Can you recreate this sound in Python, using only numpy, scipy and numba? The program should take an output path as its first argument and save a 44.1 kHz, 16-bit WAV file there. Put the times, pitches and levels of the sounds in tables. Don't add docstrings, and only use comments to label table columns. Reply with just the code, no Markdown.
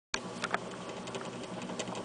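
import sys
import numpy as np
from scipy import signal
from scipy.io import wavfile
from scipy.ndimage import uniform_filter1d
from numba import njit

SR = 44100
rng = np.random.default_rng(int(sys.argv[2]) if len(sys.argv) > 2 else 0)


def int16_out(signal):
    q = np.round(np.clip(np.atleast_2d(signal).T, -1, 1) * 32767)
    wavfile.write(sys.argv[1], SR, q.astype(np.int16))


def decibels_to_gain(level_db):
    exponent = np.asarray(level_db, float) / 20
    return 10 ** exponent


N = 90228
T = np.arange(N) / SR
START_S = 0.136
HIT_T = np.arange(3000) / SR


@njit
def svf(x, hz, width):
    y, band, low = np.empty(len(x)), 0., 0.
    g, k = np.tan(np.pi * hz / SR), width / hz
    for i in range(len(x)):
        v = (band + g * (x[i] - low)) / (1 + g * (g + k))
        band, low, y[i] = 2 * v - band, low + 2 * g * v, k * v
    return y


def unit(x):
    return x / np.sqrt(np.mean(x ** 2))


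def walk(rate):
    k = int(SR / rate)
    held = np.repeat(rng.standard_normal(N // k + 1), k)
    return 1.25 * uniform_filter1d(uniform_filter1d(held, k), k)[:N]


def body(x, table, steep=False):
    out = 0
    for k, (hz, width, db) in enumerate(table):
        y = svf(x, 1. * hz, 2. * width) if steep else x
        out = out + (-1) ** k * decibels_to_gain(db) * svf(y, 1. * hz, 1. * width)
    return out


def ring(modes, t, chance):
    scatter_db, rise_s = 1.5, 0.0006
    y = 0
    for (hz, db, t60), c in zip(modes, chance):
        decay = np.exp(-np.log(1000) * t / t60)
        y = y + decibels_to_gain(db + scatter_db * c) * np.sin(2 * np.pi * hz * (1 + 0.006 * c) * t + 2 * c) * decay
    y = y * np.clip(t / rise_s, 0, 1)
    return y / np.abs(y).max()


def crack(hiss):
    return svf(svf(hiss, 5000., 3700.), 5000., 5500.) * np.exp(-HIT_T / 0.00082)


def tones(table, waver_db, rate, blur_hz=0):
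    out = 0
    for hz, db in table:
        level = np.sqrt(2) * decibels_to_gain(db + waver_db * walk(rate))
        cycles = np.cumsum(hz + blur_hz * walk(rate)) / SR + rng.random()
        out = out + level * np.sin(2 * np.pi * cycles)
    return out


# t/s, peak level/dB
BUTTON = [
    (0.138, -40),
    (0.1394, -28),
    (0.1419, -14),
    (.1435, -17),
]
# f/Hz, level/dB, time to fall 60 dB t/s
BUTTON_MODES = [(342, -20, .02), (872, -12, 0.033), (1050, -6, 0.017), (1335, -17, 0.031),
                (1613, -7, 0.024), (2330, 0, 0.01), (3570, -2, 0.0069), (4400, 0, .008), (5560, -16, .006),
                (6540, -2, 0.0053), (7450, -3.5, 0.0045), (8166, -11, 0.0073)]


def start_button(chances, hisses):
    out = np.zeros(N + 4000)
    for (s, db), chance, hiss in zip(BUTTON, chances, hisses):
        i = int(s * SR)
        out[i:i + len(HIT_T)] += decibels_to_gain(db) * (ring(BUTTON_MODES, HIT_T, chance) + decibels_to_gain(-3) * crack(hiss))
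    i = int(START_S * SR)
    thud = np.sin(2 * np.pi * 45.5 * HIT_T) * np.exp(-HIT_T / 0.011)
    out[i:i + len(HIT_T)] += decibels_to_gain(-29.5) * thud
    return out[:N]


# f/Hz, rms level/dB
HUM = [(658, -66), (363.8, -62), (478, -70), (539, -61.5), (839, -61.5), (1149, -59.5)]
# t/s, f/Hz, rms level/dB
MAINS = [
    (0.2, 120.4, -60),
    (0.23, 120.6, -55.5),
    (1.076, 120.7, -56),
    (1.388, 122.2, -53),
    (1.43, 119.3, -62.5),
    (1.532, 119.2, -51.5),
    (1.726, 119, -60),
    (1.768, 117.8, -62.5),
    (1.874, 121.2, -49),
    (2.04, 118.8, -57.5),
]
# t/s, level/dB
STRAIN = [(0.2, -47.5), (0.302, -74), (0.374, -47), (0.6, -58), (0.75, -57), (0.9, -54.5), (1.188, -48.5),
          (1.254, -61), (1.394, -47), (1.496, -65), (1.614, -42), (1.952, -53.5), (2.04, -41.5)]


def motor():
    s, hz, db = np.array(MAINS).T
    cycles = np.cumsum(np.interp(T, s, hz)) / SR
    mains = np.sqrt(2) * decibels_to_gain(np.interp(T, s, db)) * np.sin(2 * np.pi * cycles)
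    hum = tones(HUM, 3, 8.5)
    strain = tones([(241.6, -0.5)], 1.4, 8.3) * decibels_to_gain(np.interp(T, *np.array(STRAIN).T))
    return mains + hum + strain


# t/s, case boom level/dB
THUMPS = [(.258, -38), (.357, -42), (.435, -37.5), (0.533, -38), (.621, -39.5), (0.716, -41.5), (.797, -41),
          (.881, -48.5), (0.977, -38), (1.083, -46), (1.152, -44), (1.262, -39.5), (1.343, -44.5),
          (1.429, -44.5), (1.521, -37.5), (1.63, -37.5), (1.709, -37.5), (1.8, -43.5), (1.882, -37),
          (1.987, -42)]
# t/s, rms level/dB, half length t/s
RUMBLES = [(.17, -52, .012), (0.257, -42.5, 0.012), (0.338, -54.5, 0.016), (0.451, -45, 0.019),
           (0.548, -50, 0.015), (0.625, -45, 0.013), (0.663, -47, .008), (0.724, -51.5, 0.023),
           (0.808, -49, .016), (0.895, -46.5, 0.026), (0.984, -47, 0.018), (1.085, -41, 0.011),
           (1.156, -42, .015), (1.265, -41.5, 0.023), (1.348, -52.5, 0.017), (1.449, -53.5, .018),
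           (1.528, -43.5, 0.0093), (1.585, -45.5, .014), (1.628, -44, .008), (1.699, -40.5, 0.0097),
           (1.726, -44.5, 0.017), (1.806, -39, 0.018), (1.893, -41, 0.013), (1.933, -50, .012),
           (1.974, -43.5, 0.019), (2.005, -46.5, 0.018)]
# f/Hz, width f/Hz, level/dB
CASE = [(190, 155, -7.5), (237.6, 17.8, 0.5), (307.6, 27.6, 0), (393, 23, 2.5), (476, 41.7, 0),
        (543, 103, -6.5), (627.2, 43, 0), (824, 122, -7), (1046, 150, -9), (1139, 23, -7),
        (1366, 280, -14.5), (2520, 380, -16), (3170, 380, -14)]


def idler():
    boom_hz, lag_s, width_s, boom_trim_db = 183.7, 0.017, 0.025, -1.5
    boom, t = np.zeros(N + 9000), np.arange(-4000, 4000) / SR
    swell_shape = np.exp(-((t - lag_s) / width_s) ** 2)
    for (s, db), turn in zip(THUMPS, rng.random(30)):
        at = slice(int(s * SR) - 4000, int(s * SR) + 4000)
        boom[at] += decibels_to_gain(db + boom_trim_db) * swell_shape * np.sin(2 * np.pi * (boom_hz * t + turn))
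    swell = decibels_to_gain(-47)
    for s, db, half in RUMBLES:
        swell = swell + decibels_to_gain(db) * np.exp(-((T - s) / half) ** 2)
    grit = rng.standard_normal(N) * decibels_to_gain(2 * walk(90))
    rumble = unit(body(grit, CASE[:-2], steep=True)) * swell
    bearing = unit(body(grit, CASE[-2:], steep=True)) * decibels_to_gain(-60 + 2.5 * walk(20.28))
    return boom[:N] + rumble + bearing


# f/Hz, level/dB per Hz
FLOOR = [(28, -1.5), (60, -8.5), (95, -17), (200, -6.5), (1130, -13), (1300, -16.5), (4000, -24),
         (8180, -26.5)]


def room_floor():
    floor_hz, floor_db = np.array(FLOOR).T
    out = 0
    for hz in 28 * 2 ** (np.arange(26) / 3):
        db = np.interp(np.log(hz), np.log(floor_hz), floor_db)
        db = db - 6.5 * (hz > 8800) + 1.5 * walk(12.29)
        out = out + decibels_to_gain(db) * svf(svf(rng.standard_normal(N), hz, hz / 3), hz, hz / 3)
    return unit(out) * decibels_to_gain(-47.5)


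# f/Hz, rms level/dB
WHISTLE = [
    (8122, -66),
    (11000, -20.5),
]


def whistle():
    low = tones(WHISTLE[:1], 1.0, 38.24, blur_hz=5.4)
    high = tones(WHISTLE[1:], 1.8, 11)
    switched_on = (walk(14) > -.1) * (T < T[-600])
    return low + high * uniform_filter1d(1. * switched_on, 300)


# t/s, rms level/dB
SLIDE = [
    (.14, -75),
    (.2, -61),
    (.3, -63),
    (.36, -57.5),
    (.43, -59.5),
    (.48, -65),
    (.6, -75),
]


def sliding_fingers():
    s, db = np.array(SLIDE).T
    skin = unit(svf(rng.standard_normal(N), 4500., 6000.))
    return skin * decibels_to_gain(2.5 * walk(56.7) + np.interp(T, s, db)) * (T > s[0]) * (T < s[-1])


# t/s, peak level/dB, length t/s, brightness level/dB
RATTLES = [(0.161, -28.5, 0.018, -1), (0.713, -32, 0.0062, 1), (0.814, -39.5, 0.021, -3),
           (0.892, -33, 0.0072, -0.5), (0.967, -38, 0.019, 0), (1.0705, -28.5, .013, 2),
           (1.146, -29.5, 0.019, -1.5), (1.2508, -35, 0.016, 2.5), (1.329, -37.5, 0.0087, -2),
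           (1.3570, -41, .012, 0), (1.4345, -33.5, 0.014, 3.5), (1.538, -39, 0.011, -4),
           (1.617, -31, 0.013, 2), (1.6915, -36.5, 0.0087, -5), (1.794, -27.5, 0.0074, 6),
           (1.8027, -27, 0.018, 1.5), (1.875, -32, 0.0077, -2), (1.951, -31.5, 0.016, 5),
           (1.973, -36, 0.015, -0.5)]
# f/Hz, width f/Hz, level/dB
PART = [(1500, 300, -16), (2018, 152, 0), (2536, 197, 1), (3065, 370, 0), (3820, 175, -4.5),
        (4550, 630, -7), (6200, 870, -7.5), (7320, 830, -5.5), (8660, 1030, -15)]


def rattle():
    trim_db, tail_s, grain_db, bright_fade_s, impact_db = -12.5, 0.005, 3.5, 0.017, 21.5
    grit = rng.standard_normal(N + 4000) * decibels_to_gain(grain_db * np.resize(walk(700), N + 4000))
    grit[(np.array(RATTLES)[:, 0] * SR).astype(int) + 20] = decibels_to_gain(impact_db)
    dull, bright = body(grit, PART[:5], steep=True), body(grit, PART[5:])
    scale = np.std(dull + bright)
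    out, t = np.zeros(N + 4000), np.arange(4000) / SR
    for s, db, length, bright_db in RATTLES:
        at = slice(int(s * SR), int(s * SR) + len(t))
        env = np.clip(t / 0.0002, 0, 1) * np.exp(-np.clip(t - length, 0, 1) / tail_s)
        chatter = dull[at] + decibels_to_gain(bright_db) * np.exp(-t / bright_fade_s) * bright[at]
        out[at] += decibels_to_gain(db + trim_db) * env * chatter / scale
    return out[:N]


# t/s, peak level/dB, f/Hz, half length t/s
PINGS = [
    (.161, -38, 5750, .0015),
    (.1655, -38, 5750, .0015),
    (.5505, -39, 5800, .0015),
    (.4405, -30, 1420, .003),
    (.4465, -26, 1390, .004),
    (1.2115, -34, 1300, .003),
]


def pings():
    out = np.zeros(N)
    for s, db, hz, half in PINGS:
        out += decibels_to_gain(db) * np.exp(-((T - s - half) / half) ** 2) * np.sin(2 * np.pi * hz * T)
    return out


# t/s, peak level/dB, sharpness level/dB, pitch factor, low body level/dB
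CLICKS = [(0.423, -41, 9, 1.0, 0), (0.425, -34, 13, 1.07, -7), (.4330, -33, -30, 0.87, 0),
          (.4348, -35, -25, 0.95, -3), (0.4397, -22, -0.5, 1.0, -9), (0.4415, -25.5, 0, 1.12, -2),
          (0.4465, -34, -22, 1.05, -8), (0.4489, -28, -7, 1.075, -8), (0.5068, -29.5, -11, 0.96, -2),
          (.5115, -30, -25, .9, -9), (.5280, -26.5, -19, 0.85, 3), (0.5304, -35, -25, 1.1, 4),
          (.5362, -27.5, -24, 1.0, 4), (.5430, -23.5, -3.5, 0.98, 8), (0.5434, -15, -11, 1.008, -4),
          (0.546, -28.5, -8, 0.967, -3), (.5503, -24, -22, 1.1, -10), (.7380, -33, -23, 0.94, -7),
          (1.2113, -28, -25, 0.965, 1), (1.2132, -32.5, -26, 1.055, -1), (1.920, -32.5, -23, 0.68, -8),
          (1.926, -28.5, -30, 0.62, -4)]
# f/Hz, level/dB, time to fall 60 dB t/s
KNOCK = [(395, -11, 0.028), (676, -9.5, .05), (990, -2, 0.013), (1250, -1.5, 0.02), (1420, -6.5, 0.032),
         (1670, 0.5, 0.012)]
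# f/Hz, level/dB, time to fall 60 dB t/s
TICK = [(2350, 0, 0.0096), (3440, 1, .008), (4350, -2.5, .008), (5800, -20, 0.0061), (7000, -6, .006),
        (7640, -5, 0.0095), (8730, -3.5, 0.0057)]


def shell_clicks(chances, hisses):
    out = np.zeros(N + 4000)
    for (s, db, sharp_db, pitch, body_db), chance, hiss in zip(CLICKS, chances, hisses):
        i = int(s * SR)
        modes = [(hz, mode_db + body_db * (hz < 1100), t60) for hz, mode_db, t60 in KNOCK]
        knock = ring(modes, HIT_T * pitch, chance)
        tick = ring(TICK, HIT_T * pitch, chance[8:]) + decibels_to_gain(3.5) * crack(hiss)
        out[i:i + len(HIT_T)] += decibels_to_gain(db) * (knock + decibels_to_gain(sharp_db) * tick)
    return out[:N]


def scene():
    steady = motor() + idler() + rattle() + room_floor() + whistle()
    fade_in = np.clip((T - START_S) / 0.019, 0, 1)
    chances, hisses = rng.standard_normal((30, 16)), rng.standard_normal((30, 3000))
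    plastic = start_button(chances[::-1], hisses[::-1]) + pings() + shell_clicks(chances, hisses)
    plastic = signal.sosfilt(signal.butter(4, 8530, fs=SR, output="sos"), plastic)
    return (steady * fade_in + plastic + sliding_fingers())[None]


# t/s, length t/s, low edge f/Hz, high edge f/Hz
HOLES = [(0.149, 0.025, 3900, 5300), (0.149, 0.025, 6200, 8200), (0.148, 0.014, 3720, 9800),
         (0.151, 0.011, 2500, 4000), (0.378, 0.022, 5170, 7800), (0.424, 0.013, 3440, 9100),
         (0.445, 0.019, 4130, 9300), (0.507, 0.027, 6200, 7150), (0.538, .007, 5000, 10300),
         (0.5482, 0.022, 3100, 10700), (0.683, 0.024, 5860, 7900), (0.733, 0.014, 6200, 7700),
         (0.863, 0.022, 5800, 7560), (1.036, 0.016, 4600, 7800), (1.05, 0.022, 6300, 7800),
         (1.053, 0.0083, 4220, 5300), (1.095, 0.011, 5000, 7750), (1.169, 0.011, 4800, 7350),
         (1.273, 0.018, 6200, 7750), (1.444, 0.027, 6100, 7500), (1.632, 0.013, 5500, 7900),
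         (1.936, 0.013, 5100, 7700), (1.938, 0.0098, 3500, 4240)]


def dip_treble(x):
    for s, length, low_hz, high_hz in HOLES:
        i, k = int(s * SR), int(length * SR)
        band_pass = signal.butter(4, [low_hz, high_hz], "band", fs=SR, output="sos")
        band = signal.sosfiltfilt(band_pass, x[:, i - 400:i + k + 400])[:, 400:-400]
        x = x.copy()
        x[:, i:i + k] -= (1 - decibels_to_gain(-27.5)) * band * signal.windows.tukey(k, .3)
    return x


def band_limit(x):
    return signal.sosfilt(signal.butter(12, 11030, fs=SR, output="sos"), x)


def record(dry):
    x = signal.sosfilt(signal.butter(2, 86, "high", fs=SR, output="sos"), dry)
    x = signal.sosfiltfilt(signal.ellip(6, .3, 23, 10100, fs=SR, output="sos"), x)
    mix = dip_treble(x)
    return band_limit(mix)


dry = scene()
out = record(dry)
int16_out(out)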